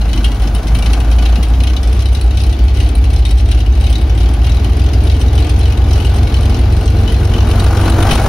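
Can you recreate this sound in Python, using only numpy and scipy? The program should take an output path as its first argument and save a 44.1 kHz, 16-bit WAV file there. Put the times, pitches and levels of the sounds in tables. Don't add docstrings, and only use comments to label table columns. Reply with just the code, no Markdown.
import sys
import numpy as np
from scipy import signal
from scipy.fft import rfft, irfft
from scipy.io import wavfile
from scipy.ndimage import uniform_filter1d

SR = 44100
rng = np.random.default_rng(int(sys.argv[2]) if len(sys.argv) > 2 else 0)


def to_wav(s):
    ch = np.atleast_2d(s).T
    pcm = np.round(np.clip(ch, -1, 1) * 32767)
    wavfile.write(sys.argv[1], SR, pcm.astype(np.int16))


N = 365148
SLOTS = 12


def from_db(db):
    return 10 ** (np.asarray(db) / 20)


def summed_db(a_db, b_db):
    return 10 * np.log10(from_db(2 * a_db) + from_db(2 * b_db))


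def rms_one(x):
    return x / np.sqrt(np.mean(x ** 2) + 1e-20)


def in_time(rows):
    time_s, *columns = np.transpose(rows)
    return [np.interp(np.arange(N) / SR, time_s, column) for column in columns]


def at_hz(points, hz, axis=1):
    points = np.array(points)
    return np.interp(np.log(np.maximum(hz, 1)), np.log(points[:, 0]), points[:, axis])


def drift(rate_hz):
    step = 40
    r = np.exp(-2 * np.pi * rate_hz * step / SR)
    noise = rng.standard_normal(N // step + 2002)
    slow = signal.lfilter([1], [1, -2 * r, r * r], noise)[2000:]
    return np.interp(np.arange(N) / step, np.arange(len(slow)), rms_one(slow - slow.mean()))


# (multiple of pattern rate [1], relative level before cabin [dB])
ORDER_LEVELS = [(12, -12), (18, -20), (24, -19), (30, -29), (36, -28.5), (10, -20), (13, -25), (14, -32),
                (15, -31), (16, -27), (17, -33), (19, -30), (20, -30), (21, -34), (22, -31), (23, -38),
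                (25, -31), (26, -33), (27, -38), (28, -37), (29, -34), (31, -35), (35, -44), (37, -46),
                (42, -41), (48, -39), (60, -39), (66, -50), (72, -49), (78, -57), (84, -44), (96, -47.5),
                (108, -49), (120, -48.5), (132, -53)]
# (frequency [Hz], gain [dB], phase [turns])
CABIN = [(20, -37, 1.44), (32, -27, 1.42), (40, -12, 1.71), (46, -5, 2.11), (51, 5, 2.04), (56, 12, 2.14),
         (61, 9, 2.3), (66, 9, 2.46), (71, 4, 2.68), (77, -1, 3.4), (84, 4, 3.72), (92, 6, 4.23),
         (103, 5, 4.8), (118, 5, 4.81), (140, -3, 5.93), (170, 0, 7.01), (230, 8, 8.09), (300, 12, 9.17),
         (460, 11, 10.25)]
CRANK_WOBBLE = (0, .004, .638, -.043)
LUMPY_ORDERS = {13: 5, 15: -8, 16: 4, 17: 7, 18: -9, 19: 9, 21: 4, 23: 8, 30: -4, 35: 5, 37: 14}
LUMPY_BELOW_PER_S, LUMPY_FADE_PER_S = 37, 3
PULSE_LEAD_TURNS = .103
SMEAR_TURNS = .082


def boom(firings, per_s):
    step = 20
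    turns, rate_hz = firings[::step] / SLOTS, per_s[::step] / SLOTS
    lumpy = np.clip((LUMPY_BELOW_PER_S - per_s[::step]) / LUMPY_FADE_PER_S, 0, 1)
    out = 0
    for order, order_db in ORDER_LEVELS:
        off = (order + 2) % 6 - 2
        overtone = (order - off) / 6
        phase = SMEAR_TURNS * overtone ** 2
        phase = phase + np.sign(off) * CRANK_WOBBLE[abs(off)] + .684 * (off < 0)
        phase = phase + PULSE_LEAD_TURNS * order + at_hz(CABIN, order * rate_hz, axis=2)
        if order > 40:
            waver_db = 3 * drift(2.5)[::step] - 1
            load_db = 4.0 * (rate_hz - 3.7)
        else:
            waver_db = (1.5 if off else .5) * drift(.52)[::step]
            load_db = 0
        lump_db = lumpy * LUMPY_ORDERS.get(order, 0)
        level_db = order_db + at_hz(CABIN, order * rate_hz) + waver_db + load_db + lump_db
        out = out + np.sqrt(2) * from_db(level_db) * np.sin(2 * np.pi * (order * turns + phase))
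    return signal.resample_poly(out, step, 1)[:N]


def coloured(spectrum, panels=()):
    hz = np.fft.rfftfreq(N, 1 / SR)
    level_db = at_hz(spectrum, hz)
    for centre_hz, width_hz, top_db in panels:
        level_db = level_db + top_db / (1 + (2 * (hz - centre_hz) / width_hz) ** 2)
    return rms_one(irfft(rfft(rng.standard_normal((2, N))) * from_db(level_db), N))


# (frequency [Hz], relative density [dB per Hz])
SKIN_COLOUR = [(30, -10), (55, 1), (100, 11), (160, -8), (290, -2.5), (420, -6), (520, -9.5), (760, -8.5),
               (1000, -16), (1900, -20.5), (3000, -21.5), (5000, -26.5), (9500, -46), (13000, -36.5),
               (15600, -64)]
# (frequency [Hz], relative density [dB per Hz])
WINDOW_COLOUR = [(60, 12), (160, 0), (380, -2), (500, -0.5), (720, 1.5), (1100, -2), (1600, -5),
                 (1810, -11), (2500, -14.5), (3300, -20.5), (5400, -20.5), (9500, -26), (15000, -30.5)]
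# (frequency [Hz], relative density [dB per Hz])
FLOOR_COLOUR = [(20, -7), (40, 3), (100, 6), (150, 0), (210, -1), (330, -5), (600, -43)]
# (frequency [Hz], width [Hz], level above the roar [dB])
PANEL_HUMS = [(228, 30, 4), (276, 95, 2), (435, 35, 3.5), (705, 80, 3), (806, 65, 4), (1170, 60, 3.5),
              (1470, 40, 5), (2270, 45, 4.5)]


def roar(firings, skin_db, window_db, floor_db):
    def beat(lag_turns):
        return np.cos(2 * np.pi * (firings - lag_turns))

    skin_db = skin_db + .8 * drift(5.0) + .6 * beat(.15)
    skin = from_db(skin_db) * coloured(SKIN_COLOUR, PANEL_HUMS)

    puff_strength = rng.uniform(.5, 1.5, int(firings[-1]) + 3)[np.floor(firings + 1.28).astype(int)]
    puff_db = 4.5 * puff_strength * (.5 + .5 * beat(.22)) ** 2 - 1.8
    window_db = window_db + .7 * drift(14) + puff_db
    window = from_db(window_db) * coloured(WINDOW_COLOUR, PANEL_HUMS[:7])
    window = window * from_db([[1.5], [-9]])

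    floor_db = floor_db + 2.9 * drift(16) + 3.9 * beat(.7)
    floor = from_db(floor_db) * coloured(FLOOR_COLOUR)
    return skin + window + floor


# (relative level in first lope shape [dB], in second shape [dB], brightness [dB])
SLAP_SLOTS = [(-25, -22, -14), (-79, -28, -22), (-21.5, -23.5, -12), (-39, -18.5, -26), (-30.5, -25, -13),
              (-22, -30, -21), (-41.5, -65, -18), (-23.5, -28, -15), (-22, -22.5, -14), (-20.5, -37, -29),
              (-24.5, -24, -12), (-22.5, -29.5, -25)]
FIRST_SHAPE_FROM_S, FIRST_SHAPE_TO_S = .45, 5.95
USUAL_BRIGHTNESS_DB = -13.5


def gear_slaps(firings, level_db):
    at = np.flatnonzero(np.diff(np.floor(firings)) > 0)
    slot = np.floor(firings[at + 1]).astype(int) % SLOTS
    first = (at > FIRST_SHAPE_FROM_S * SR) & (at < FIRST_SHAPE_TO_S * SR)
    chance = rng.standard_normal((len(at), 2))
    slots = np.array(SLAP_SLOTS)
    strength_db = slots[slot, np.where(first, 0, 1)] + level_db[at] + 1.8 * chance[:, 0]
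    bright_db = slots[slot, 2] - USUAL_BRIGHTNESS_DB
    shift_s = .0012 * chance[:, 1] - .0015
    at = np.clip(at + (shift_s * SR).astype(int), 0, N - 1)
    return at, strength_db, bright_db


def valve_ticks(level_db, ticks_per_s=35, tick_db=-31):
    at = np.flatnonzero(rng.random(N) < ticks_per_s / SR)
    bright_db = 4 * rng.standard_normal(len(at))
    strength_db = tick_db + level_db[at] + 3 * rng.standard_normal(len(at))
    return at, strength_db, bright_db


# (time [s], relative level [dB], brightness [dB], strongest ring [Hz])
HARD_KNOCKS = [(0.1303, -12, -17, 2970), (0.175, -14, -26, 2960), (0.243, -7.5, -13, 3000),
               (0.547, -16, -6, 2800), (0.7485, -13, -14, 2330), (0.7866, -15.5, -8, 2230),
               (0.823, -12.5, -17, 2280), (0.8595, -12.5, -17, 2310), (0.9314, -12.5, -15, 2600),
               (1.001, -17.5, -11, 2780), (1.113, -16.5, -16, 2220), (1.1843, -14, -22, 2360),
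               (1.2226, -16, -17, 2460), (1.257, -14, -21, 2860), (1.356, -13.5, -26, 2760),
               (1.426, -17, -32, 3020), (1.6017, -15.5, -21, 4220), (1.6351, -14.5, -10, 3120),
               (1.67, -14.5, -21, 2890), (1.764, -12.5, -23, 3680), (2.055, -14.5, -12, 4180),
               (2.148, -13.5, -13, 3890), (2.2104, -17.5, -8, 4330), (2.3719, -19, -14, 3180),
               (2.4347, -18, -9.5, 4100), (2.526, -16.5, -16, 3550), (2.8, -15, -15, 3070),
               (2.888, -21, -6, 2900), (3.251, -11.5, -15, 3720), (3.5134, -13, -16, 2760),
               (3.6026, -16.5, -21, 3000), (3.84, -18, -8, 3850), (3.866, -16.5, -21, 4110),
               (3.9533, -12, -30, 3880), (4.1748, -20.5, -13, 3120), (4.4428, -18, -28, 2820),
               (4.6433, -16, -15, 3200), (5.097, -12, -27, 4060), (5.377, -14.5, -23, 3200),
               (5.4445, -18.5, -12, 2660), (5.491, -20, -11, 2500), (5.6097, -21, -22, 4110),
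               (5.654, -15, -25, 3190), (5.7214, -19, -18, 2960), (5.9997, -19, -9, 2900),
               (6.0467, -15.5, -15, 3040), (6.341, -9.5, -24, 2930), (6.543, -16, -27, 5270),
               (7.0758, -14, -28, 2910), (7.3355, -13.5, -21, 2890), (7.3806, -17, -20, 3150),
               (7.5967, -13.5, -9.5, 3820), (7.64, -18, -6, 4070), (7.855, -16, -14, 4100),
               (7.897, -16, -2.5, 3090), (8.0019, -14, -13, 3080), (8.024, -11.5, -9, 3860),
               (8.109, -7.5, -19, 2120)]


def hard_knocks(at, strength_db, bright_db, colour_db):
    case_hz = np.array(CASE_RINGS)[:, 0]
    for time_s, level_db, top_db, ring_hz in HARD_KNOCKS:
        k = np.argmin(abs(at - time_s * SR))
        at[k], strength_db[k], bright_db[k] = round(time_s * SR), level_db, top_db - USUAL_BRIGHTNESS_DB
        octaves_off = np.log2(case_hz / ring_hz)
        colour_db[k] = .5 * colour_db[k] + 6.0 / (1 + (octaves_off / .12) ** 2)


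# (frequency [Hz], width [Hz], relative level [dB])
CASE_RINGS = [(1513, 34, -3), (2013, 34, 0.5), (2268, 18, 4.5), (2620, 184, -1), (2930, 54, 5.5),
              (3120, 130, 2), (3607, 47, 4.5), (3946, 96, 4.5), (4330, 42, 2.5), (4660, 17, 2.5),
              (5300, 650, -6), (6000, 56, -2.5), (8120, 128, 2.5), (9980, 480, -6.5), (11900, 2600, -48),
              (16900, 2300, -16)]
DETUNE = .023


def ring_case(at, strength_db, bright_db, colour_db, rise_s=.0015, snap_s=.0025, tail_s=.025, tail_db=-11):
    white, out = rng.standard_normal((2, 2, N)), 0
    rise, snap = np.exp(-1 / (rise_s * SR)), np.exp(-1 / (snap_s * SR))
    sharp = rng.random(colour_db.shape) < .5
    for k, up in np.ndindex(len(CASE_RINGS), 2):
        hz, width_hz, mode_db = CASE_RINGS[k]
        hz = hz * (1 + DETUNE * (2 * up - 1))
        mine = sharp[:, k] == up
        blow_db = strength_db + colour_db[:, k] + bright_db * (hz > 7000)
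        blows = np.full(N, 1e-12)
        blows[at[mine]] = from_db(blow_db)[mine]
        fall = np.exp(-(hz / 3000) ** .5 / (tail_s * SR))
        rattle = signal.lfilter([1], [1, -snap], blows)
        rattle = rattle + signal.lfilter([from_db(tail_db)], [1, -fall], blows)
        rattle = signal.lfilter([1 - rise], [1, -rise], rattle)
        r = np.exp(-np.pi * width_hz / SR)
        zeros = [(1 - r * r) / 2, 0, (r * r - 1) / 2]
        poles = [1, -2 * r * np.cos(2 * np.pi * hz / SR), r * r]
        out = out + from_db(mode_db) * signal.lfilter(zeros, poles, rattle * white[k % 2])
    return from_db(5.0) * out


def clatter(firings, level_db):
    blows = zip(gear_slaps(firings, level_db), valve_ticks(level_db))
    at, strength_db, bright_db = [np.concatenate(pair) for pair in blows]
    colour_db = 3.96 * rng.standard_normal((len(at), len(CASE_RINGS)))
    hard_knocks(at, strength_db, bright_db, colour_db)
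    weight = from_db(2 * np.array(CASE_RINGS)[:, 2])
    mean_power = from_db(2 * colour_db) @ weight / weight.sum()
    colour_db -= 10 * np.log10(mean_power)[:, None]
    return ring_case(at, strength_db, bright_db, colour_db)


# (frequency [Hz], likeness -1 to 1 [1], left minus right [dB])
PORT_PAIR = [(98, 1, 0), (323, 0.97, 1.5), (680, 0.38, 3.5), (1060, 0.045, 4.5), (1780, 0.49, 0),
             (2620, 0.39, 6), (4020, 0.48, 2.5), (5470, 0.34, 1), (6900, 1, -6), (8660, 0.79, 2),
             (9220, 0.1, 19.5), (9800, .98, -3.5), (11800, 1, 0), (13700, 1, -0.5), (16200, 1, 2)]
PORT_LAG_FROM_HZ, PORT_LAG_S = 5100, .000166


def ports(shared, scattered):
    hz = np.fft.rfftfreq(N, 1 / SR)
    alike = np.clip(at_hz(PORT_PAIR, hz), -1, 1)
    mid = rfft(shared) * np.sqrt((1 + alike) / 2)
    side = rfft(scattered) * np.sqrt((1 - alike) / 2)
    lag_phase = np.exp(1j * np.pi * PORT_LAG_S * np.maximum(hz - PORT_LAG_FROM_HZ, 0))
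    lean = from_db(at_hz(PORT_PAIR, hz, axis=2) / 2) * lag_phase
    return irfft([(mid + side) * lean, (mid - side) / lean], N)


# (time [s], firing rate [1/s])
ENGINE_SPEED = [(0.0, 26.31), (0.3, 26.2), (0.6, 25.33), (0.85, 26.65), (1.1, 28.38), (1.4, 28.35),
                (1.65, 30.54), (1.9, 31.09), (2.3, 31.78), (2.7, 32.85), (3.1, 33.47), (3.5, 34.11),
                (3.85, 34.0), (4.2, 37.01), (4.6, 39.79), (4.95, 42.98), (5.3, 42.99), (5.7, 43.1),
                (6.1, 44.01), (6.6, 44.65), (7.2, 45.83), (7.8, 46.63), (8.28, 47.62)]
# (time [s], level [dB])
WINDOW_LEVEL = [(0, -30), (1, -26.5), (1.6, -31), (2.2, -37), (3.6, -60), (4.3, -32.5), (5, -38.5),
                (6, -29), (7, -31.5), (7.4, -24.5), (7.7, -18.5), (7.95, -16), (8.28, -11)]
# (time [s], level [dB])
FLOOR_LEVEL = [(0, -24), (1.0, -22.5), (2.3, -30.5), (3.5, -28.5), (4.5, -27), (6, -30), (7, -25),
               (8.28, -26)]
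FIRST_FIRING = .40
USUAL_PER_S = 38
BOOM_DB, BOOM_DB_PER_FIRING = -.24, .02
SKIN_DB, SKIN_DB_PER_FIRING = -22.5, .2339
CLATTER_DB, CLATTER_DB_PER_FIRING = 1.1, -.01
CLATTER_LEAK_DB, FLOOR_LEAK_DB = 22, -6.5


def scene():
    per_s, = in_time(ENGINE_SPEED)
    window_db, = in_time(WINDOW_LEVEL)
    floor_db, = in_time(FLOOR_LEVEL)
    firings = np.cumsum(per_s) / SR - FIRST_FIRING
    faster = per_s - USUAL_PER_S
    low = from_db(BOOM_DB + BOOM_DB_PER_FIRING * faster) * boom(firings, per_s)
    skin_db = SKIN_DB + SKIN_DB_PER_FIRING * faster
    air = roar(firings, skin_db, window_db, summed_db(floor_db, window_db + FLOOR_LEAK_DB))
    clatter_db = CLATTER_DB + CLATTER_DB_PER_FIRING * faster
    gear = clatter(firings, summed_db(clatter_db, window_db + CLATTER_LEAK_DB))
    return low * from_db([[.05], [-.05]]) + ports(*(gear + air))


LIMIT_DB, RELEASE_DB_PER_S, ATTACK_S, CUTOFF_HZ = -.5, 90, .002, 15720


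def record(dry):
    over_db = np.maximum(20 * np.log10(abs(dry).max(axis=0) + 1e-9) - LIMIT_DB, 0)
    ramp_db = RELEASE_DB_PER_S * np.arange(N) / SR
    held_db = np.maximum.accumulate(over_db + ramp_db) - ramp_db
    ahead = round(ATTACK_S * SR)
    early_db = np.r_[held_db[ahead:], np.full(ahead, held_db[-1])]
    cut_db = uniform_filter1d(early_db, 2 * ahead + 1)
    low_pass = signal.ellip(10, .5, 70, CUTOFF_HZ, fs=SR, output="sos")
    return signal.sosfilt(low_pass, dry * from_db(-cut_db))


dry = scene()
out = record(dry)
to_wav(out)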